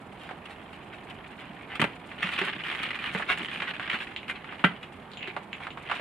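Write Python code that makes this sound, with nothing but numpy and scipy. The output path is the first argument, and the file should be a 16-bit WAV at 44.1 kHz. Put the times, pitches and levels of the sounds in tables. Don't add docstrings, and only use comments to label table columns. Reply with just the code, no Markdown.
import sys
import numpy as np
from scipy import signal
from scipy.fft import rfft, irfft, next_fast_len
from scipy.io import wavfile
from scipy.ndimage import map_coordinates

SR = 44100
rng = np.random.default_rng(int(sys.argv[2]) if len(sys.argv) > 2 else 0)


def file_out(sig):
    cols = np.atleast_2d(sig).T
    lim = np.clip(cols, -1, 1)
    pcm = np.round(lim * 32767).astype(np.int16)
    wavfile.write(sys.argv[1], SR, pcm)


N = 264803
T = np.arange(SR // 4) / SR

# (frequency [Hz], relative level [dB per Hz])
GRAVEL_COLOUR = [(100, -23), (350, -11), (620, -11.5), (1300, -0.5), (2400, 2), (3000, -0.5), (4000, -12.5),
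                 (5000, -24.5), (6200, -33), (8500, -27.5), (10500, -34.5), (13000, -42.5), (14500, -71)]
# (frequency [Hz], relative level [dB])
HOUSING_COLOUR = [(40, -39), (450, 3), (2900, 1), (4000, -6), (5800, -23), (8500, -14.5), (12000, -33),
                  (14500, -35)]
PEAK_OVER_RMS = {"clack": 24, "knock": 26.5, "clink": 26.5, "crunch": 21}


def amp(db):
    return 10 ** (np.asarray(db) / 20)


def unit(x):
    return x / np.sqrt(np.mean(x ** 2) + 1e-20)


def along(points, hz):
    f, v = np.transpose(points)
    return np.interp(np.log(hz + 1), np.log(f + 1), v)


def wobble(rate):
    points = rng.standard_normal(int(N * rate / SR) + 4)
    return map_coordinates(points, [np.arange(N) * rate / SR])


def filtered(x, response):
    n = x.shape[-1]
    m = next_fast_len(n + 4096)
    return irfft(rfft(x, m) * response(np.fft.rfftfreq(m, 1 / SR)), m)[..., :n]


def colour(x, db_of_hz, size=2048):
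    gain = amp(db_of_hz(np.fft.rfftfreq(size, 1 / SR)))
    cepstrum = irfft(np.log(gain + 1e-6))
    cepstrum[1:size // 2] *= 2
    cepstrum[size // 2 + 1:] = 0
    impulse = irfft(np.exp(rfft(cepstrum)))
    return signal.fftconvolve(x, impulse[None], axes=1)[:, :x.shape[1]]


def fade(t60):
    return np.exp(-np.log(1000) * T / t60)


def ring(modes):
    hz, db, t60 = np.transpose(modes)
    hz = hz * (1 + .002 * rng.standard_normal(len(hz)))
    start = rng.random((len(hz), 1))
    waves = np.sin(2 * np.pi * (hz[:, None] * T + start)) * fade(t60[:, None])
    strengths = amp(db + 2 * rng.standard_normal((2, len(hz))))
    return unit(strengths @ waves)


def contact(t60, snap):
    x = unit(rng.standard_normal((2, len(T))) * fade(t60))
    x[:, :3] += snap * np.sqrt(len(T)) * np.array([[0, 1, 0], [.5, 0, -.5]])
    return x


def add(track, s, sound):
    part = track[:, max(round(s * SR), 0):][:, :sound.shape[1]]
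    part += sound[:, :part.shape[1]]


def thump(rise, pitch_hz=194, panel_hz=390, panel_db=-12, panel_t60=0.049):
    # (frequency [Hz], level [dB], time to fade by 60 dB [s])
    body_tones = [(141, -6, 0.02), (195.3, 4.5, 0.057), (265, 0.5, 0.028)]
    hz, db, t60 = np.transpose(body_tones + [(panel_hz, panel_db, panel_t60)])
    retune = pitch_hz / hz[1]
    walls = amp(db) @ (np.sin(2 * np.pi * retune * hz[:, None] * T) * fade(t60[:, None]))
    swing = np.array([walls, np.roll(walls, 1) / 2]) * (1 - np.exp(-(T / rise) ** 2))
    boomy = [(25, -42), (70, -6.5), (150, -3), (600, 1), (3000, -49)]  # (frequency [Hz], level [dB])
    return unit(colour(swing, lambda hz: along(boomy, hz), size=8192))


def handle():
    # (time [s], level [dB], treble tilt [dB], box thump relative to hit [dB], thump pitch [Hz])
    stops = [(1.796, -18, -6, -8.5, 228), (1.801, -18.5, 5.5, -15, 148), (1.816, -11, 3.5, -16.5, 262),
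             (1.822, -14.5, -15, -12, 157), (1.841, -13.5, -1.5, -18, 207.6),
             (4.640, -10.5, -8.5, -13, 200.5), (4.644, -6.5, -7.5, -13, 177), (4.65, -12, -3, -40, 203),
             (4.663, -25, 1, -25.5, 204)]
    # (frequency [Hz], level [dB], time to fade by 60 dB [s])
    tube_tones = [(836, 2, .08), (1353, 1.5, 0.12), (1576, 5, 0.1), (1777, -11, 0.062), (2007, 0, 0.17),
                  (2416, 0, 0.14), (2534, -9, 0.058), (3020, 5, 0.07), (3230, 4.5, 0.093), (3700, 0, 0.054)]
    # (frequency [Hz], relative level [dB per Hz])
    clack_colour = [(30, -43), (110, -16), (300, 3.5), (700, -5), (1100, -4), (1600, 2), (2900, 0),
                    (4000, -13), (5600, -32), (9000, -26.5), (12000, -36), (14500, -63)]
    tilt = [(400, 0.082), (1000, -1.06), (2500, -0.05), (3700, 0.54), (6000, 0.99)]  # (Hz, share of tilt)
    out = np.zeros((2, N))
    for s, db, treble_db, thump_db, thump_hz in stops:
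        tone = lambda hz: along(clack_colour, hz) + treble_db * along(tilt, hz)
        clack = unit(colour(contact(t60=0.048, snap=0.38), tone))
        tubes = unit(colour(ring(tube_tones), tone))
        hit = clack + amp(-6 - 0.19 * treble_db) * tubes
        add(out, s, amp(db - PEAK_OVER_RMS["clack"]) * hit)
        add(out, s, amp(db + thump_db - 17.0) * thump(rise=0.0025, pitch_hz=thump_hz))
    return out


def pull():
    # (time [s], level [dB])
    effort_curve = [(2.13, -60.5), (2.19, -41), (2.292, -37.5), (2.38, -37.5), (2.53, -38), (2.6, -43.5),
                    (2.66, -38), (2.78, -37.5), (2.87, -40.5), (2.96, -40.5), (3.01, -39.5), (3.21, -40),
                    (3.265, -43.5), (3.36, -40), (3.56, -39), (3.84, -43.5), (3.9, -38), (4.01, -40.5),
                    (4.11, -48.5), (4.3, -76)]
    return amp(np.interp(np.arange(N) / SR, *np.transpose(effort_curve), -120, -120))


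def wheels():
    jolts = (rng.random(N) < 24 / SR) * rng.uniform(0.2, 1, N)
    body = signal.oaconvolve(jolts[None], thump(rise=0.00072), axes=1)[:, :N]
    return amp(-14.5) * pull() * unit(body)


def shuffling(rows, stir_db):
    t = np.arange(N) / SR
    swells = [amp(db) * np.exp(-((t - s) / half) ** 2 / 2) for s, db, half in rows]
    return np.hypot(amp(stir_db), np.linalg.norm(swells, axis=0))


def gravel(count=22):
    # (time [s], level [dB], half length [s])
    weight_shifts = [(1.19, -57, 0.52), (2.016, -55.5, 0.27), (4.645, -51, 0.16), (5.987, -42.5, 0.1)]
    force = np.hypot(pull(), shuffling(weight_shifts, stir_db=-59)) * amp(1.2 * wobble(20))
    effort = force / force.max()
    rate = 300 + 220 * effort
    out = np.zeros((2, N))
    for _ in range(count):
        moves = rng.random(N) < rate / count / SR
        spread = (3 + 4 * effort) * np.clip(rng.standard_normal(N), -2, 1.6)
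        fits = 3 * np.tanh(wobble(12))
        sizes = amp(spread - 2 * effort + fits) / np.sqrt(rate)
        pitch_hz = 2400 * np.exp(0.434 * rng.standard_normal())
        shine_db = 3 * rng.standard_normal()
        peak = lambda hz: 9 / (1 + (np.log2((hz + 1) / pitch_hz) / 0.13) ** 2)
        tint = lambda hz: peak(hz) + shine_db * (hz > 5500)
        stone = unit(colour(contact(t60=0.04, snap=0.6)[:, :SR // 20], tint))
        out += signal.oaconvolve((moves * sizes)[None], stone, axes=1)[:, :N]
    return amp(2.5) * force * unit(colour(out, lambda hz: along(GRAVEL_COLOUR, hz)))


def bumps():
    # (time [s], level [dB], panel pitch before slight retuning [Hz], panel level [dB])
    jolts = [(1.496, -43.5, 290, -18), (2.24, -34.5, 546, -11.5), (2.411, -33, 388, 9.5),
             (3.147, -30.5, 456, -4), (3.401, -40, 330, 2), (3.572, -45.5, 350, -12),
             (3.934, -39, 396, -26), (5.275, -41.5, 375, 12)]
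    out = np.zeros((2, N))
    for s, db, panel_hz, panel_db in jolts:
        add(out, s, amp(db - 12.5) * thump(rise=0.0059, panel_hz=panel_hz, panel_db=panel_db))
    return out


def crunches_and_scrape(lead=.04):
    # (time [s], level [dB], extra treble [dB], settling time [s])
    give_ways = [(0.235, -33.5, 7, 0.085), (0.457, -36, 6, 0.0094), (0.507, -35.5, 9, 0.021),
                 (0.733, -39, 6, 0.016), (0.936, -34, -7, 0.02), (1.1, -37, 8, 0.0099),
                 (1.4, -33.5, 3, 0.027), (1.719, -27, -12, 0.035), (1.756, -27, 5, 0.016),
                 (2.23, -17, 0.5, 0.015), (2.273, -24.5, 2.5, 0.042), (2.339, -25.5, 7, 0.044),
                 (2.391, -17, 0, 0.013), (2.451, -24.5, 6, 0.021), (2.475, -23, -6.5, 0.014),
                 (2.667, -25, 2, 0.034), (2.832, -24, 8, 0.0042), (2.907, -25.5, -2, 0.0056),
                 (3.042, -23.5, -1, 0.05), (3.223, -23, -7, 0.0089), (3.301, -12, -3.5, 0.029),
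                 (3.318, -19, 2, 0.015), (3.543, -32, 13, 0.074), (3.68, -22.5, -5, 0.022),
                 (3.931, -22.5, -4, 0.0078), (3.944, -19.5, -5, 0.021), (4.282, -30.5, 2, 0.011),
                 (4.299, -20.5, -10, 0.017), (4.359, -31, -7, 0.022), (4.489, -32.5, -22, 0.018),
                 (4.831, -32, 2.5, 0.011), (5.635, -28.5, 0, 0.035), (5.953, -28.5, 4.5, 0.034)]
    out = np.zeros((2, N))
    first = round(lead * SR)
    since = T - T[first]
    for s, db, treble_db, length in give_ways:
        tone = lambda hz: along(GRAVEL_COLOUR, hz) + treble_db * along([(2200, 0), (7000, 1)], hz)
        clicks = (rng.random(len(T)) < 1800 / SR) * amp(3.3 * rng.standard_normal(len(T)))
        clicks = clicks * rng.choice([-1, 1], len(T))
        rise = length * 0.62 * np.sqrt(length / 0.033)
        clicks *= np.exp(-np.abs(since / np.where(since < 0, rise, length)) ** 1.56)
        burst = signal.fftconvolve(clicks[None], contact(t60=0.053, snap=0.84), axes=1)[:, :len(T)]
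        bright = lambda hz: tone(hz) + along([(2500, 3.1), (6000, 4.8)], hz)
        crack = colour(contact(t60=0.0069, snap=0.81), bright)
        add(out, s - T[first], amp(db - PEAK_OVER_RMS["crunch"]) * unit(colour(burst, tone)))
        add(out, s, amp(db - 30.5) * unit(crack))
    return out


def grit(stir_db=-70):
    # (time [s], level [dB], half length [s])
    scuffs = [(2.32, -65, 0.036), (2.755, -58, 0.03), (3.135, -54, .013), (3.18, -51.5, 0.016),
              (3.382, -52.5, 0.012), (3.462, -54, 0.018), (4.01, -61, 0.044), (4.304, -50.5, 0.01)]
    # (frequency [Hz], relative level [dB per Hz])
    grain_colour = [(1500, -25), (3500, 6.5), (6000, -9.5), (8000, 0), (10000, -6), (13000, -19),
                    (14500, -35)]
    grains = (rng.random((2, N)) < 2500 / SR) * rng.standard_normal((2, N))
    clumps = grains * amp(4.5 * wobble(70))
    return shuffling(scuffs, stir_db) * unit(colour(clumps, lambda hz: along(grain_colour, hz)))


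def knocks():
    # (time [s], level [dB], centre of the resonance [Hz])
    hits = [(0.291, -25, 1190), (0.311, -23.5, 875), (2.115, -26, 1630), (2.257, -20, 1980),
            (2.415, -12.5, 1760), (3.149, -14.5, 1540), (3.197, -17.5, 1040), (3.402, -23, 1380),
            (3.621, -15.5, 1690), (3.797, -18, 1670), (4.444, -26.5, 1410), (4.525, -25, 1200),
            (4.594, -27, 2090), (4.676, -26.5, 2150), (5.275, -22, 2296), (5.365, -16.5, 1060),
            (5.604, -27.5, 1040), (5.669, -20.5, 1130), (5.774, -24, 1140), (5.898, -17.5, 1200),
            (5.914, -11.5, 1420), (5.996, -22.5, 600)]
    out = np.zeros((2, N))
    for s, db, centre_hz in hits:
        t60 = 0.1 * (centre_hz / 1200) ** 0.75
        resonance = lambda hz: -8 * np.log1p((np.log2((hz + 1) / centre_hz) / 0.86) ** 2)
        shell = lambda hz: along(HOUSING_COLOUR, hz) + resonance(hz)
        add(out, s, amp(db - PEAK_OVER_RMS["knock"]) * unit(colour(contact(t60, snap=0.54), shell)))
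    return out


def clinks_and_button():
    # (time [s], level [dB], pitch [Hz], high ping relative to tick, before a small boost [dB])
    pieces = [(4.163, -18.5, 2930, -32), (4.231, -30, 2400, -35), (5.117, -38, 4150, -26),
              (5.135, -33.5, 4100, -24), (5.172, -28.5, 2980, -17), (5.209, -32, 2450, -27),
              (5.229, -22, 2530, -35), (5.53, -20, 2500, -28), (5.705, -28.5, 3000, -27)]
    out = np.zeros((2, N))
    for s, db, pitch_hz, ping_db in pieces:
        band = lambda hz: -9 * np.log1p((np.log2((hz + 1) / pitch_hz) / 0.45) ** 2)
        piece = lambda hz: along(HOUSING_COLOUR, hz) + band(hz)
        high_band = lambda hz: -9 * np.log1p(((hz - 7100) / 300) ** 2)
        tick = unit(colour(contact(t60=0.15, snap=0.89), piece))
        ping = unit(colour(contact(t60=0.11, snap=.3), high_band))
        add(out, s, amp(db - PEAK_OVER_RMS["clink"]) * (tick + amp(ping_db + 0.5) * ping))
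    return out


def slither(width_hz=260):
    # (time [s], pitch [Hz], level [dB])
    path = [(5.115, 4310, -55), (5.155, 3980, -64), (5.18, 2973, -51), (5.244, 2572, -47.5),
            (5.309, 2340, -50), (5.36, 2330, -61)]
    s, hz, db = np.transpose(path)
    t = np.arange(N) / SR
    slips = (rng.random((2, N)) < 450 / SR) * rng.standard_normal((2, N))
    rings = signal.oaconvolve(slips, np.exp(-np.pi * width_hz * T)[None], axes=1)[:, :N]
    glide = rings * np.sin(2 * np.pi * np.cumsum(np.interp(t, s, hz)) / SR)
    level = amp(np.interp(t, s, db, -120, -120))
    return level * unit(colour(glide, lambda f: along(HOUSING_COLOUR, f)))


def yard(x):
    # (frequency [Hz], time to fade by 60 dB [s])
    tail_fade = [(200, 0.38), (2000, 0.24), (10000, 0.26)]
    hz, t, z = signal.stft(rng.standard_normal((2, SR // 2)), SR, nperseg=256)
    decay = np.exp(-np.log(1000) * t / along(tail_fade, hz)[:, None])
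    tail = signal.istft(z * decay, SR, nperseg=256)[1]
    tail *= amp(-12.0) / np.linalg.norm(tail[0])
    tail[:, round(.075 * SR)] += amp(-33)
    return signal.oaconvolve(x, tail, axes=1)[:, :N]


def hum():
    # (frequency [Hz], relative level [dB per Hz])
    air_colour = [(25, -18.5), (60, -5.5), (200, 1), (350, -2), (540, -8), (760, -3.5), (1700, -12.5),
                  (2700, -19), (4000, -31.5), (5800, -46.5), (8500, -40), (12500, -42), (14500, -62)]
    air = filtered(rng.standard_normal((2, N)), lambda hz: amp(along(air_colour, hz)))
    return amp(-46.5 + 0.28 * wobble(1.05)) * unit(air)


def ports(pair):
    # (frequency [Hz], likeness [0 to 1])
    likeness = [(150, 1), (850, 0.85), (1500, 0.53), (3000, 0.4), (6000, 0.17), (10000, 0)]
    # (frequency [Hz], difference [dB])
    left_right = [(60, -3.5), (300, -3), (650, -7), (1400, -2.5), (2200, -2), (4500, 3.5), (12000, 3)]
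    turn = lambda hz: np.arccos(np.clip(along(likeness, hz), -1, 1)) / 2
    mid, side = filtered(pair, lambda hz: np.array([np.cos(turn(hz)), np.sin(turn(hz))]))
    balance = lambda hz: amp(np.outer([.5, -.5], along(left_right, hz)))
    return filtered(np.array([mid + side, mid - side]), balance)


def scene():
    near = handle() + wheels() + gravel() + bumps()
    near = near + crunches_and_scrape() + grit()
    near = near + knocks() + clinks_and_button() + slither()
    return ports(near + yard(near) + hum())


def record(dry):
    notch_hz, width_hz, top_hz = 7950, 130, 14700
    notched = filtered(dry, lambda hz: (hz - notch_hz) / (hz - notch_hz - 1j * width_hz))
    return filtered(notched, lambda hz: hz < top_hz)


dry = scene()
out = record(dry)
file_out(out)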